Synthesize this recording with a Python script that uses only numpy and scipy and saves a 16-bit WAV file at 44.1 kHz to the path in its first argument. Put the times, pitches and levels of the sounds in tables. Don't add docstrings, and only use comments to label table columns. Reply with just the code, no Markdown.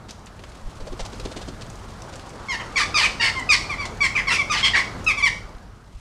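import sys
import numpy as np
from scipy import signal
from scipy.io import wavfile
from scipy.ndimage import uniform_filter1d

SR = 44100
rng = np.random.default_rng(int(sys.argv[2]) if len(sys.argv) > 2 else 0)


def unload_audio(sound):
    columns = np.transpose(np.atleast_2d(sound))
    steps = np.round(np.clip(columns, -1, 1) * 32767)
    wavfile.write(sys.argv[1], SR, steps.astype(np.int16))


N = 264688

# time in seconds, then traffic, rumble and rustle levels in dB.
BACKGROUND_LEVELS = [(0, -46.5, -42.5, -80), (.5, -47, -43.5, -56), (1.2, -42, -38, -54),
                     (1.7, -42.5, -38.5, -54.5), (2.3, -41, -43, -54.5), (2.9, -36, -38.5, -57.5),
                     (4, -38.5, -37.5, -62), (5.001, -37, -36.5, -60), (5.5, -45.5, -42, -83),
                     (6, -55, -49.5, -58.5)]
# frequency in Hz, relative strength there in dB.
TRAFFIC_COLOUR = [(88, -6), (150, -1), (380, -3), (1240, -4.5), (2480, -19), (5260, -22), (10200, -34.5),
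                  (15500, -67)]
RUMBLE_COLOUR = [(12, -33), (20, -12.5), (48, 3.5), (70, -7.5), (97, -0.5), (146, -10.5), (220, -10),
                 (440, -43.5)]
RUSTLE_COLOUR = [(1200, -20), (2200, -7), (6000, -9.5), (9300, -13), (15500, -29)]
SWISH_COLOUR = [(600, 7.5), (1000, 2), (4300, 8), (8500, -0.5), (15000, -31)]
# frequency in Hz, seconds to fade by 60 dB.
FENCE_FADES = [(1000, 0.41), (2200, 0.35), (5000, 0.47), (10000, 0.44)]
# delay in seconds, level in dB against the direct sound.
CLOSE_ECHOES = [(.0043, -16.5), (0.0104, -11.5), (.031, -17)]
# start in seconds, level in dB, frequency in Hz.
WING_GUSTS = [(0.637, -23, 25), (0.791, -26.5, 22), (.895, -25.5, 24.4), (1.0, -24, 24), (1.226, -25, 37.5),
              (5.435, -29, 44.2), (5.543, -30, 39), (5.943, -29, 39.5)]
# start in seconds, level in dB, pitch in Hz.
WOOD_TICKS = [(.1077, -26, 4730), (.2595, -39, 6640), (.268, -37, 2900), (.3924, -39, 2600),
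              (.4374, -33, 1400), (.5182, -41.5, 3220), (1.062, -26, 4940), (1.198, -28, 3900),
              (1.7, -33, 6600), (1.7544, -36.5, 6190), (2.0203, -29, 5430), (2.1558, -31, 6000),
              (2.1954, -31.5, 2760), (2.293, -35, 7400), (3.397, -26, 7160), (3.972, -38, 5870),
              (5.0434, -30, 6400)]
# time in seconds, swish level in dB, thud level in dB, thud pitch in Hz.
WING_BEATS = [(0.089, -41.5, -59, 520), (0.804, -46.5, -40, 517), (0.8708, -41.5, -34.5, 546),
              (0.924, -46, -34, 327), (0.995, -31.5, -31.5, 580), (1.052, -38, -38.5, 746),
              (1.129, -39.5, -37.5, 395), (1.1966, -58, -38, 444), (1.2526, -37, -30, 348),
              (1.314, -40, -38.5, 520), (1.3647, -35.5, -32.5, 285), (1.414, -38.5, -42, 520),
              (1.4799, -40, -32, 294), (1.6117, -40, -51, 520), (2.1286, -43.5, -44, 520),
              (3.855, -31, -61, 520)]
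# centre in Hz for
# a 1130 Hz note, width in Hz, level in dB, share of the call's brightness added to that level.
THROAT_RESONANCES = [(2265, 710, 3, 0.098), (5020, 1660, -9.5, 0.56), (8010, 3640, -21.5, 0.4)]
# start, hold time and fall time in seconds, start and end pitch in Hz, level in dB,
# hoarseness from 0 to 1, brightness in dB, boosts of the low and the third resonance in dB.
JACKDAW_CALLS = [ (2.484, 0.03, 0.052, 1109, 852, -24, 0.4, 1, 3, -2),
                 (2.595, 0.011, 0.024, 1070, 906, -29.5, 0.75, -16, 10.5, 6),
                 (2.757, 0.02, 0.051, 1150, 844.5, -17, 0.79, 2.5, 0, -11),
                 (2.797, 0.014, 0.035, 1226, 1118, -20.5, 0.65, 16.5, 13.5, 19),
                 (2.942, 0.032, 0.071, 1270, 813, -16, 0.68, 20.5, 12, 19.5),
                 (3.030, 0.019, 0.025, 1253, 1013, -15, 1, -4.5, -7, 0),
                 (3.197, 0.019, 0.091, 937, 899, -19.5, 0.69, 9.5, 6.5, 17),
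                 (3.218, 0.023, 0.064, 1128, 981, -20, 0.64, -7, -6, 1),
                 (3.349, 0.043, 0.023, 1076, 929, -26.5, 0.23, -11, 11.5, -5),
                 (3.422, 0.0061, 0.012, 1006, 980, -29.5, 0.24, -27, -6, -15),
                 (3.490, 0.029, 0.043, 1266, 943, -11.5, 0.52, -2, -10, -11),
                 (3.694, 0.013, 0.048, 1214, 982, -25, 0.37, -9, 4.5, -22),
                 (3.780, 0.034, 0.05, 1174, 1001, -29, 0.51, -8, 5.5, -17),
                 (4.005, 0.03, 0.042, 1158, 1008, -15.5, 0.57, -7, -3, -26),
                 (4.151, 0.012, 0.051, 1280, 881, -18, 0.63, -21.5, -5.5, -17),
                 (4.27, 0.017, 0.049, 1139, 855, -18.5, 0.62, -1, 6.5, 1),
                 (4.304, 0.022, 0.053, 1367, 1105, -19.5, 1, 4, -3.5, 14),
                 (4.384, 0.021, 0.0246, 1174, 1020, -18.5, 0.086, -23, -3, -6),
                 (4.497, 0.026, 0.049, 1280, 815, -19, 0.7, 13.5, 15, 18),
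                 (4.564, 0.014, 0.044, 1086, 781, -22, 0.91, 13, -7, 19),
                 (4.628, 0.022, 0.043, 1080, 1065, -14, 0.86, 14, 2.5, 29),
                 (4.734, 0.02, 0.034, 954, 806, -15.5, 0.95, -16, -11, -29),
                 (4.750, 0.032, 0.0436, 1139, 974, -19, 0.67, -14, 0.5, -10),
                 (5.064, 0.022, 0.042, 1321, 1045, -15.5, 0.4, -9.5, -5, 2),
                 (5.169, 0.015, 0.044, 1188, 980, -24, 0.34, -7, 2.5, 3),
                 (5.224, 0.035, 0.03, 1179, 879, -14, 0.34, -6.5, -7, -1), ]

LOW_HZ, LOW_WIDTH_HZ, LOW_DB = 1257, 312, -7.5
THIRD_HZ, THIRD_WIDTH_HZ, THIRD_DB = 3190, 320, -17


def gain_of(db):
    return 10 ** (np.asarray(db) / 20)


def evened(x):
    return x / np.sqrt(np.mean(x ** 2) + 1e-20)


def look_up(points, hz):
    row_hz, value = np.transpose(points)
    return np.interp(np.log(hz + 1), np.log(row_hz + 1), value)


def add(mix, start_s, sound):
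    part = mix[round(start_s * SR):][:len(sound)]
    part += sound[:len(part)]


def resonate(x, hz, width_hz):
    pole = np.exp((2j * np.pi * hz - np.pi * width_hz) / SR)
    return 2 * signal.lfilter([1 - abs(pole)], [1, -pole], x).real


def drift(noise, samples):
    return evened(uniform_filter1d(noise, size=samples))


def hiss(colour, patchy_db=0., size=1024):
    frames, hz = 4 * N // size + 5, np.fft.rfftfreq(size, 1 / SR)
    real, imag, patches = rng.standard_normal((frames, len(hz), 3)).T
    patches = drift(uniform_filter1d(patches, size=12, axis=0), 10)
    spectrum = (real + 1j * imag) * gain_of(look_up(colour, hz)[:, None] + patchy_db * patches)
    return evened(signal.istft(spectrum, nperseg=size, noverlap=size * 3 // 4)[1][:N])


def background():
    times, *levels_db = np.transpose(BACKGROUND_LEVELS)
    traffic, rumble, rustle = (gain_of(np.interp(np.arange(N) / SR, times, db)) for db in levels_db)
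    flicker = gain_of(3 * drift(rng.standard_normal(N), 500))
    return (traffic * hiss(TRAFFIC_COLOUR, patchy_db=1.46)
            + rumble * hiss(RUMBLE_COLOUR, size=4096)
            + rustle * flicker * hiss(RUSTLE_COLOUR, size=256))


def fence_echoes(x):
    bounces = np.zeros(SR)
    slots = np.arange(300, SR - 20, 20)
    bounces[slots + rng.integers(0, 20, slots.shape)] = rng.choice([-1., 1.], slots.shape)
    hz, t, spectrum = signal.stft(bounces, SR, nperseg=256)
    fade = gain_of(-60 * t / look_up(FENCE_FADES, hz)[:, None])
    tail = signal.istft(spectrum * fade, SR, nperseg=256)[1]
    return signal.fftconvolve(x, tail / np.linalg.norm(tail))[:N]


def with_close_echoes(x):
    out = x.copy()
    for delay_s, db in CLOSE_ECHOES:
        add(out, delay_s, gain_of(db) * x)
    return out


def wing_gusts():
    out = np.zeros(N)
    for start_s, db, hz in WING_GUSTS:
        cycles = np.arange(0, 1.3, hz / SR)
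        add(out, start_s, -gain_of(db) * np.sin(2 * np.pi * cycles) * np.sin(np.pi * cycles / 1.3))
    return out


def wood_ticks():
    out, t = np.zeros(N), np.arange(1500) / SR
    faint = [(N / SR * when, -54 + 9 * loud, 3000 + 5000 * high)
             for when, loud, high in rng.random((60, 3))]
    ticks = list(WOOD_TICKS) + faint
    noises = rng.standard_normal((len(ticks), len(t)))
    fades_s = rng.uniform(0.0027, 0.0085, len(ticks))
    for (start_s, db, hz), noise, fade_s in zip(ticks, noises, fades_s):
        click = np.sin(2 * np.pi * hz * t) * np.exp(-t / 0.0016) * (1 - np.exp(-t / 0.00026))
        scrape = resonate(resonate(noise, hz, 4500), hz, 4500)
        scrape *= (1 - np.exp(-t / 0.00033)) * np.exp(-t / fade_s)
        add(out, start_s, gain_of(db) * (0.5 * click + 0.95 * scrape))
    return out


def wing_beats(rise_s=0.011, thud_width_hz=230):
    swish_level, thuds = np.zeros((2, N))
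    rise = np.arange(0, .1, 1 / SR) / rise_s
    swell = (rise * np.exp(1 - rise)) ** 2
    noises = rng.standard_normal((len(WING_BEATS), len(swell)))
    for (time_s, swish_db, thud_db, thud_hz), air in zip(WING_BEATS, noises):
        start_s = time_s - .006
        add(swish_level, start_s, gain_of(swish_db) * swell)
        thud = swell * resonate(resonate(air, thud_hz, thud_width_hz), thud_hz, 2 * thud_width_hz)
        add(thuds, start_s, gain_of(thud_db) * evened(thud) * np.sqrt(np.mean(swell ** 2)))
    crackle = gain_of(3.5 * drift(rng.standard_normal(N), 60))
    return swish_level * evened(crackle * hiss(SWISH_COLOUR, size=256)) + thuds


def throat(pitch_hz, tone_hz, bright_db, low_db, third_db):
    beak = (pitch_hz / 1130) ** 0.51
    resonances = list(THROAT_RESONANCES) + [(LOW_HZ, LOW_WIDTH_HZ, LOW_DB + low_db, 0),
                                            (THIRD_HZ, THIRD_WIDTH_HZ, THIRD_DB + third_db, 0)]
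    return sum(gain_of(db + share * bright_db) / (1 + (2 * (tone_hz - beak * centre_hz) / width) ** 2)
               for centre_hz, width, db, share in resonances)


def raggedness(multiple, rough, noise):
    height = (multiple / 8) ** 2
    ragged = np.clip(rough ** 1.44 * multiple ** .5 + height, 0, 1)
    waver = drift(uniform_filter1d(noise, size=100), 100)
    breath = 0.12 * np.tile(height, (2, 1)) * drift(noise, 25)
    real, imag = np.split(waver + breath, 2)
    return np.sqrt(1 - ragged ** 2) + ragged * (real + 1j * imag) / np.sqrt(2)


def jackdaw_call(hold_s, fall_s, start_hz, end_hz, level_db, hoarse, bright_db, low_db, third_db):
    end_s = hold_s + fall_s
    t = np.arange(0, end_s, 1 / SR)
    noise = rng.standard_normal((53, 6000))[:, :len(t)]
    breakup = np.clip((t - hold_s) / 0.011 + 1, 0.22, 1)
    rough = hoarse * breakup
    pitch_hz = start_hz + (end_hz - start_hz) * np.interp(t, [0, hold_s, end_s], [0, .23, 1])
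    wobble = 0.168 * (1.05 - end_hz / start_hz) * rough * drift(noise[0], 200)
    cycles = np.cumsum(pitch_hz * (1 + wobble)) / SR

    multiple = np.arange(1, 27)[:, None] / 2
    tone_hz = multiple * pitch_hz
    strength = throat(pitch_hz, tone_hz, bright_db, low_db, third_db)
    strength *= np.where(multiple % 1 > 0, rough ** 2, 1)
    rise_s = 0.0019 * np.maximum(multiple - 2, .1)
    strength *= 1 - np.exp(-(t + .001) / rise_s)
    treble_cut_db = -3 * np.clip((tone_hz - 6500) / 1000, 0, 3)
    strength *= gain_of(treble_cut_db * (1 - breakup))
    strength *= gain_of(2 * noise[:26, :1] * (multiple > 3))
    tones = np.exp(2j * np.pi * multiple * cycles + 1j * multiple ** 2)
    voice = (strength * raggedness(multiple, rough, noise[1:]) * tones).real.sum(0)
    voice /= np.sqrt(uniform_filter1d(voice ** 2, size=600) + 1e-12)

    shape_s = [0, min(0.0071, .5 * hold_s), 0.58 * hold_s, hold_s + .5 * fall_s, end_s]
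    shape_db = np.interp(t, shape_s, [-3, -5.5, 0, -3.5, -7])
    fade = np.clip(np.minimum(t / 0.003, (t[-1] - t) / 0.0083), 0, 1)
    return gain_of(level_db + shape_db) * voice * fade


def scene():
    calls = np.zeros(N)
    for start_s, *settings in JACKDAW_CALLS:
        add(calls, start_s, jackdaw_call(*settings))
    movement = wing_beats() + wood_ticks()
    echoes = gain_of(-6) * fence_echoes(calls + 0.66 * movement)
    return (with_close_echoes(calls) + movement + echoes + wing_gusts() + background())[None]


def record(dry):
    softened = signal.sosfilt(signal.butter(2, 9500., fs=SR, output="sos"), dry)
    steep_filter = signal.firwin(511, 15680, window=("kaiser", 9), fs=SR)
    return signal.oaconvolve(softened, steep_filter[None], "same")


dry = scene()
out = record(dry)
unload_audio(out)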